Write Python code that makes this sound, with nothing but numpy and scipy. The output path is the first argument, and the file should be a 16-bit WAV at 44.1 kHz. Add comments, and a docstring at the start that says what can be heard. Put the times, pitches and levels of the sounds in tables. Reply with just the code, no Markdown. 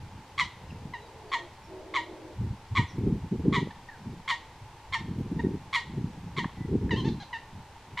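"""A reedy lake, heard in stereo: near coots, one repeating a sharp, throbbing 'kow', others softer notes.
Strained, clapping partials and breath noise make the calls; reeds, bank and trees scatter them in echoes.
Faint whistled glides are small birds and one high ring after a soft note; short decaying rings are water
ticks and brief knocks at the edges of some soft notes. Gusts buffet the microphones with shaped noise and
pressure pulses; early on a low whirr of blurred tones comes and goes over a faint, distant wash of noise."""
import sys
import numpy as np
from scipy import signal
from scipy.fft import rfft, irfft
from scipy.io import wavfile
from scipy.ndimage import uniform_filter1d, map_coordinates

SR = 44100
rng = np.random.default_rng(int(sys.argv[2]) if len(sys.argv) > 2 else 0)


def persist_wave(psi):
    """Save psi, clipped to +-1, as 16-bit WAV."""
    counts = np.round(np.clip(psi, -1, 1) * 32767).astype(np.int16)
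    wavfile.write(sys.argv[1], SR, np.atleast_2d(counts).T)


N = 352800

# sharp calls: start_s, pitch_hz (before scoop and sink), sink_s, level_db, brightness_db_per_octave
KOWS = [(.3785, 1167, 0.036, -20.5, 1.5), (1.3165, 1116, 0.035, -21, -1.5),
        (1.9387, 1127, 0.039, -20.5, -2), (2.7510, 1127, 0.037, -19.5, -1.5),
        (3.5250, 1145, 0.044, -21, -1.5), (4.2780, 1117, 0.039, -22.5, 1.5),
        (4.9242, 1081, 0.031, -25, 1.8), (5.7285, 1123, 0.038, -22.5, 2), (6.3652, 1115, 0.033, -26.5, 1),
        (7.9725, 1042, 0.074, -26, 1.5)]
# resonance of throat and bill: frequency_hz, gain_db
THROAT = [(700, 16), (950, -1.5), (1150, -4.5), (1850, 2), (2150, -5), (2700, -14), (3250, -6.5),
          (3700, -23.5), (4150, -13), (4650, -25.5), (7000, -35), (9500, -42.5), (14000, -61)]
# rasp of air in the bill: frequency_hz, relative_level_db
RASP = [(600, -50), (1150, 12.5), (1550, -7.5), (2150, 20), (2650, -10.5), (3300, 6.5), (4050, 3),
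        (4650, -12), (7200, -14.5), (10000, -34), (15000, -62)]
# soft notes: start_s, length_s, start_hz, middle_hz, end_hz, level_db, fade_db (over the note),
# second_partial_db, third_partial_db, upper_partials_db
NOTES = [(.935, 0.038, 1046, 932, 946, -32, 13.5, -0.5, -14.5, -21),
         (3.705, 0.013, 896, 900, 890, -40, 2, -2, -19, -16),
         (3.886, 0.022, 940, 920, 835, -43, 11, 7, -19, -19),
         (3.912, 0.054, 893, 818, 714, -53.5, 7, 5.5, -19, -24),
         (5.391, 0.02, 936, 932, 950, -35, 0, 1, -18, -21),
         (6.907, 0.051, 1010, 911, 887, -29.5, 17.5, 4.5, -3.5, -11),
         (6.956, 0.058, 942, 1059, 950, -41.5, -1.5, -23, 2, -10),
         (7.043, .052, 806, 910, 787, -40, 1.5, -7, -10, -8),
         (7.198, 0.041, 772, 818, 642, -45, 2, -5, -17, -6),
         (7.328, 0.05, 1014, 908, 938, -33.5, 7, 2, -7, -17.5)]
# bill colour on the upper partials of the soft notes: frequency_hz, gain_db
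NOTE_TREBLE = [(2700, -1), (3300, -2), (4050, 4), (4700, -8.5), (5500, -13), (6300, -13.5), (7500, -25)]
# faint whistled glides, small birds and one high ring after a soft note:
# start_s, length_s, start_hz, end_hz, level_db
GLIDES = [(.67, 0.055, 5150, 4980, -64), (.702, 0.011, 3040, 2400, -46.5), (.98, 0.1, 4080, 3730, -62),
          (1.055, .03, 4750, 4550, -67), (1.285, 0.029, 4540, 4480, -57), (1.62, 0.054, 5750, 5200, -66),
          (2.875, 0.038, 6470, 4940, -56), (6.54, 0.17, 1988, 1970, -54)]
# short rings, water ticks and brief knocks at the edges of some soft notes:
# start_s, pitch_hz, level_db, decay_s
SHORT_RINGS = [(6.4440, 1070, -23.5, 0.0033), (6.4455, 1800, -26, 0.0025), (6.4490, 920, -28, 0.0028),
               (6.894, 1770, -34, 0.0035), (7.088, 4060, -32, 0.0019), (7.309, 954, -40, 0.0073)]
# echoes from the reed stems, mostly treble: frequency_hz, relative_level_db
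REED_ECHO = [(600, -10), (1100, -14), (2100, -1), (3500, 5), (7000, 10.5), (14000, -1.5)]
# echoes from the far trees: frequency_hz, relative_level_db
TREE_ECHO = [(600, -1), (2100, -2.5), (4000, 5), (8000, -7.5), (14000, -19)]
# gusts on the microphones: peak_s, rise_s, fall_s, flutter_db, rumble_db (both trimmed in wind)
GUSTS = [(.04, 0.037, 0.031, -46, -39), (.18, 0.078, 0.044, -44.5, -45), (.44, 0.097, 0.055, -53, -45.5),
         (.73, 0.11, 0.2, -47.5, -43), (2.42, 0.045, 0.066, -37, -28), (2.51, 0.063, 0.05, -39, -36.5),
         (2.73, 0.018, 0.044, -48, -30), (2.805, 0.036, 0.041, -31, -27), (3.06, 0.085, 0.11, -28, -29),
         (3.25, 0.028, 0.022, -37, -32.5), (3.335, 0.017, 0.029, -26, -41),
         (3.41, 0.023, 0.016, -33.5, -30), (3.483, 0.041, .14, -24.5, -34.5),
         (4.11, 0.092, 0.067, -40, -47), (4.63, 0.017, 0.032, -60, -42), (4.91, 0.022, 0.029, -55, -42.5),
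         (5.1, 0.11, 0.35, -38, -39), (5.46, 0.17, 0.13, -30, -38), (6.01, 0.12, 0.1, -35.5, -38.5),
         (6.25, 0.11, 0.29, -45, -45), (6.401, 0.02, 0.055, -32, -52), (6.62, 0.049, 0.062, -39, -38),
         (6.759, 0.077, 0.033, -26.5, -30), (6.85, 0.042, 0.025, -28, -29),
         (6.955, 0.074, 0.025, -27, -31.5), (7.055, 0.081, 0.11, -30.5, -35.5),
         (7.58, 0.057, 0.044, -45, -44), (7.95, 0.039, 0.012, -45.5, -48.5)]
# deep wind rumble: frequency_hz, relative_level_db
RUMBLE = [(20, -18), (40, -12), (60, 2), (100, 5.5), (130, 0.5), (200, -33), (400, -81)]
# flutter in light air: frequency_hz, relative_level_db
LIGHT_FLUTTER = [(80, -16), (130, 0), (180, 0), (230, -7), (320, -12.5), (450, -43), (650, -64)]
# flutter in a hard gust: frequency_hz, relative_level_db
HARD_FLUTTER = [(80, -38), (130, 2.5), (190, 4.5), (300, -2), (400, -3), (490, -13), (560, -27), (700, -29),
                (1200, -85)]
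# flutter that differs between the two microphones: frequency_hz, relative_level_db
FLUTTER_SIDE = [(60, -14), (130, -8), (250, 13), (400, 11), (520, 0), (700, -9), (1200, -46)]
# single eddies that thump the microphones: centre_s, frequency_hz, pressure_db
EDDIES = [(0.857, 141, -27), (2.512, 90, -20), (2.797, 159, -15), (3.128, 154, -14), (3.484, 210, -9),
          (3.674, 310, -25.5), (5.47, 218, -15), (5.554, 232, -22.5), (6.045, 158, -18), (6.386, 228, -19),
          (6.458, 180, -19.5), (7.057, 210, -15.5)]
# swells of the low whirr: start_s, end_s, level_db, growth_db_per_s
WHIRRS = [(0.586, 1.285, -59.5, 8), (1.268, 1.478, -51.5, 25), (1.694, 2.357, -46, -1.5)]
# tones of the whirr: pitch_ratio, relative_level_db
WHIRR_LINES = [(1, -0.5), (1.15, -1), (1.36, -7), (1.6, -12.5), (1.9, -9.5)]
# band of noise around those tones: frequency_hz, relative_level_db
WHIRR_BLUR = [(200, 2), (310, 16), (430, 9), (560, 12.5), (700, 14.5), (850, -30), (1300, -42)]
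# distant wash, with the hum of a far road near 900 Hz: frequency_hz, relative_level_db
WASH = [(20, 4), (90, -2), (200, -6.5), (480, -5.5), (680, -8), (880, 4), (1020, -3), (1250, -10.5),
        (2000, -11.5), (3300, -16.5), (5000, -20.5), (8000, -27), (10500, -32.5), (15000, -39.5)]
# hiss that differs between the two microphones: frequency_hz, level_db (relative to the wash)
HISS = [(200, -42), (380, -23), (900, -22), (2000, -9), (4000, -4), (8000, -1), (12000, 1.5)]

# course of every sharp call; ages are shares of its sinking time
KOW_SINK, KOW_SINK_AGE, KOW_SINK_SPREAD = .165, .83, 0.1026  # share the pitch falls, when, how gradually
KOW_SCOOP = 0.0508  # share by which the pitch starts low while the call swells
KOW_START_DB, KOW_SWELL_AGE = -7, 0.6  # starts softer, at full strength by that age
KOW_RELAX_DB, KOW_RELAX_AGE = -8, 1  # softer once the strain lets go
KOW_RELEASE_AGE, KOW_END_AGE = 1.4, 1.97  # fades out between these ages
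THROB_HZ = 136
GUST_ROUNDNESS = 2.01  # 1 = a pointed swell, 2 = a bell
LULL_RUMBLE_DB, LULL_FLUTTER_DB = -56, -63.5  # light air between the gusts, trimmed like them
WHIRR_EDGE_S = .04  # half the length of each fade
WHIRR_TOP_HZ, WHIRR_END_HZ = 458, 316.3
WHIRR_SINKS_S, WHIRR_SINK_TIME_S = 1.18, 0.23  # centre and gradualness of its one fall in pitch
WASH_DB = -51
TOP_HZ = 14900
SIDES = np.array([[1], [-1]])  # opposite sign in the two microphones


def kow(hz, sink_s, db, bright_db, bend=0.072, jitter=0.038, calm_jitter=0.0088, rasp_db=-11,
        fundamental_throb=0.49, slack_db=-4):
    """The membrane starts in a few hard throbs, then settles into a clean, sinking tone."""
    t = ages(KOW_END_AGE * sink_s)
    progress = t / sink_s
    early = np.clip(1 - progress / KOW_SWELL_AGE, 0, 1)
    relaxed = step((progress - KOW_RELAX_AGE) / KOW_SINK_SPREAD)
    release = (KOW_END_AGE - progress) / (KOW_END_AGE - KOW_RELEASE_AGE)
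    fade = np.clip(np.minimum(t / 0.00035, release), 0, 1)
    level = undb(KOW_START_DB * early + KOW_RELAX_DB * relaxed) * fade
    strain = np.clip((1.15 - progress) / .5, 0, 1)

    # the membrane claps shut in every throb, each time more briefly
    beat = np.cos(np.pi * THROB_HZ * (t - .0084)) ** 2
    closed = .95 * strain * np.clip(.6 + t / .015, 0, 1) * beat ** (.6 + (t / .0135) ** 2)

    # the pitch arches in every throb, and shakes most while the membrane is strained
    sunk = step((progress - KOW_SINK_AGE) / KOW_SINK_SPREAD)
    pitch = hz * (1 - KOW_SCOOP * early - KOW_SINK * sunk) * (1 + bend * strain * (.5 - beat))
    shake = 1 + (calm_jitter + jitter * strain) * walk(2205, len(t))
    phase = 2 * np.pi * np.cumsum(pitch * shake) / SR
    voice = gain_at(pitch, THROAT) * np.sin(phase) * (1 - fundamental_throb * closed)

    # the overtones dim as the membrane slackens
    tilt_db = bright_db + slack_db * np.clip(progress - .8, 0, 1)
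    for k in np.arange(2, 14):
        gain = gain_at(k * pitch, THROAT) * undb(tilt_db * np.log2(k))
        voice += gain * np.sin(k * phase + rng.uniform(0, np.pi)) * (1 - closed)

    # air rasps through the bill, slightly stronger once a cycle
    rasp = noise(RASP, len(t)) * (1 + 0.043 * np.cos(phase)) * (1 - closed) * (0.87 + 1.3 * strain)
    return undb(db) * level * (voice + undb(rasp_db + bright_db) * rasp)


def note(length, start_hz, middle_hz, end_hz, db, fade_db, second_db, third_db, upper_db, jitter=0.025,
         rasp_db=-6, catch_db=-12, catch_s=0.0019, attack_s=0.0045, release_s=.005):
    """A soft note on a curved pitch, slightly hoarse, with a rough catch as it starts."""
    t = ages(length)
    u = t / length
    curve = np.polyfit([0, .5, 1], [start_hz, middle_hz, end_hz], 2)
    pitch = np.polyval(curve, u)
    phase = 2 * np.pi * np.cumsum(pitch * (1 + jitter * walk(1690, len(t)))) / SR
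    voice = np.sin(phase) + undb(second_db) * np.sin(2 * phase) + undb(third_db) * np.sin(3 * phase)
    for k in np.arange(4, 9):
        voice += undb(upper_db) * gain_at(k * pitch, NOTE_TREBLE) * np.sin(k * phase)
    breath = undb(upper_db + rasp_db) + undb(catch_db) * np.exp(-t / catch_s)
    voice += breath * noise(RASP, len(t))
    fade = np.clip(np.minimum(t / attack_s, (length - t) / release_s), 0, 1)
    return voice * undb(db - fade_db * u) * fade


def glide(length, start_hz, end_hz, db, waver=0.0075):
    """A thin, faint whistled glide: one wavering sine that swells and fades."""
    u = ages(length) / length
    pitch = (start_hz + (end_hz - start_hz) * u) * (1 + waver * walk(408, len(u)))
    return undb(db) * np.sin(np.pi * u) * np.sin(2 * np.pi * np.cumsum(pitch) / SR)


def short_ring(hz, db, decay):
    """A short ring, a water tick or a brief knock: one sine that decays within a few cycles or so."""
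    t = ages(0.04)
    return undb(db) * np.exp(-t / decay) * np.sin(2 * np.pi * hz * t) * np.clip(t / 0.00023, 0, 1)


def on_lake(rows, source, wet_db):
    """Place a sound on the lake for every row, each with its own echoes."""
    track = np.zeros((2, N))
    for s, *values in rows:
        add(track, s, shore(source(*values), wet_db))
    return track


def shore(x, wet_db, reeds_db=-11, reeds_t60=0.23, far_db=-24, far_t60=0.6, bank_s=.05, bank_db=-22,
          width=0.17, spread_db=4):
    """Reeds scatter a sound, the bank echoes it and trees add a faint tail, drawn afresh each time."""
    mid = scatter(REED_ECHO, reeds_t60, reeds_db) + scatter(TREE_ECHO, far_t60, far_db)
    mid[int(bank_s * rng.uniform(.9, 1.1) * SR)] += undb(bank_db)
    # the close-set microphones differ mostly in the treble
    side_echo = [(hz, db + spread_db * np.log2(hz / 2000)) for hz, db in REED_ECHO]
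    side = width * scatter(side_echo, reeds_t60, reeds_db + 12.5)
    response = undb(wet_db) * np.array([mid + side, mid - side])
    response[:, 0] += 1  # direct sound
    return signal.fftconvolve(x[None], response, axes=1)


def scatter(points, t60, db, build_s=0.0054):
    """A dense cloud of echoes that builds up and fades by 60 dB in t60 seconds."""
    t = ages(.7)
    h = noise(points, len(t)) * undb(-60 * t / t60) * np.clip(t / build_s, 0, 1) ** 2
    return h * undb(db) / np.sqrt(np.sum(h ** 2))


def wind(patchy_db=4.5, rumble_trim_db=-1, flutter_trim_db=-1, light_db=-42, hard_db=-27, side_db=-21,
         rumble_side_db=-35):
    """Turbulence on the microphones: rumble, flutter that brightens in hard gusts, and single eddies."""
    flutter_db, rumble_db = gusts()
    hard = np.clip((flutter_db - light_db) / (hard_db - light_db), .1, 1)
    flutter = np.sqrt(1 - hard) * turbulence(LIGHT_FLUTTER) + np.sqrt(hard) * turbulence(HARD_FLUTTER)
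    flutter = flutter * undb(patchy_db * walk(70))
    flutter = flutter + SIDES * undb(side_db) * hard * noise(FLUTTER_SIDE)
    rumble = turbulence(RUMBLE) + SIDES * undb(rumble_side_db) * noise(RUMBLE)
    air = undb(rumble_db + rumble_trim_db) * rumble + undb(flutter_db + flutter_trim_db) * flutter
    for s, hz, db in EDDIES:
        thump = eddy(hz, db)
        add(air, s - len(thump) / 2 / SR, thump)
    return air


def gusts():
    """Flutter and rumble in dB: every gust swells and dies away over restless light air."""
    t = np.arange(N) / SR
    power = undb([[LULL_FLUTTER_DB], [LULL_RUMBLE_DB]]) ** 2 * undb(1.9 * walk(12)) ** 2
    for s, rise, fall, flutter_db, rumble_db in GUSTS:
        away = np.minimum(np.maximum((s - t) / rise, (t - s) / fall), 10)
        swell = np.exp(-away ** GUST_ROUNDNESS)
        power = power + (undb([[flutter_db], [rumble_db]]) * swell) ** 2
    return 10 * np.log10(power)


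def turbulence(points, size=2600):
    """Noise evened out in strength over a short window, ready to be driven by a gust."""
    x = noise(points)
    return x / np.sqrt(uniform_filter1d(x ** 2, size) + 0.061)


def eddy(hz, db):
    """A vortex passes: the pressure rises, drops at its core and rises again."""
    u = np.pi * hz * (ages(.04) - .02)
    return undb(db) * (2 * u ** 2 - 1) * np.exp(-u ** 2)


def whirr(blur_hz=16, diffuse_db=-5, side_db=-15):
    """A few blurred tones that sink together in a band of noise."""
    t = np.arange(N) / SR
    sunk = step((t - WHIRR_SINKS_S) / WHIRR_SINK_TIME_S)
    hz = WHIRR_TOP_HZ + (WHIRR_END_HZ - WHIRR_TOP_HZ) * sunk
    level = np.zeros(N)
    for start, end, db, growth in WHIRRS:
        fade = np.clip(.5 + np.minimum(t - start, end - t) / (2 * WHIRR_EDGE_S), 0, 1)
        level += undb(db + growth * np.clip(t - start, 0, end - start)) * fade
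    phase = 2 * np.pi * np.cumsum(hz) / SR
    tones = np.zeros(N)
    for ratio, db in WHIRR_LINES:
        blurred = walk(blur_hz) * np.sin(ratio * phase) + walk(blur_hz) * np.cos(ratio * phase)
        tones += undb(db) * blurred
    x = tones / tones.std() + undb(diffuse_db) * noise(WHIRR_BLUR)
    return level * (x / x.std() + undb(side_db) * noise(WHIRR_BLUR) * SIDES)


def background(swell_db=0.08):
    """A far wash that swells slightly; hiss sets the two microphones apart, most in the treble."""
    wash = noise(WASH)
    hiss = irfft(rfft(noise(WASH)) * gain_at(np.fft.rfftfreq(N, 1 / SR), HISS), N)
    return undb(WASH_DB) * (undb(swell_db * walk(3.056)) * wash + hiss * SIDES)


def undb(db):
    """Decibels to gain."""
    return 10 ** (np.asarray(db) / 20)


def gain_at(hz, points):
    """Gain of a (Hz, dB) spectrum at the given frequencies."""
    f, db = np.transpose(points)
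    return undb(np.interp(np.log(np.maximum(hz, 1)), np.log(f), db))


def noise(points, size=N):
    """Noise of unit rms with the given spectrum."""
    gain = gain_at(np.fft.rfftfreq(size, 1 / SR), points)
    x = irfft(rfft(rng.standard_normal(size)) * gain, size)
    return x / x.std()


def walk(rate, size=N):
    """Smooth random wandering, of about unit spread, that changes about rate times a second."""
    place = np.arange(size) * rate / SR
    return map_coordinates(rng.standard_normal(size // 8 + 8), [place + 2], order=2, mode="wrap")


def step(x):
    """A smooth step from 0 to 1 around x = 0."""
    return .5 + .5 * np.tanh(x / 2)


def ages(length):
    """Sample times of a short sound, in seconds."""
    return np.arange(int(length * SR)) / SR


def add(track, s, x):
    """Mix a short sound into a track at time s."""
    i = int(s * SR)
    track[:, i:i + x.shape[-1]] += x[..., :max(N - i, 0)]


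def scene():
    """Coots, glides and short rings with the shore's echoes; wind, whirr and background on top."""
    coots = on_lake(KOWS, kow, wet_db=4.0) + on_lake(NOTES, note, wet_db=6.0)
    small = on_lake(GLIDES, glide, wet_db=6.0) + on_lake(SHORT_RINGS, short_ring, wet_db=4)
    return coots + small + wind() + whirr() + background()


def record(dry):
    """The top treble is cut; the sound eases in and out over a few milliseconds."""
    t = np.arange(N) / SR
    edges = np.clip(np.minimum(t, t[-1] - t) / .003, 0, 1)
    low_pass = signal.ellip(6, .1, 50, TOP_HZ, fs=SR, output="sos")
    return signal.sosfiltfilt(low_pass, dry * edges)


dry = scene()
out = record(dry)
persist_wave(out)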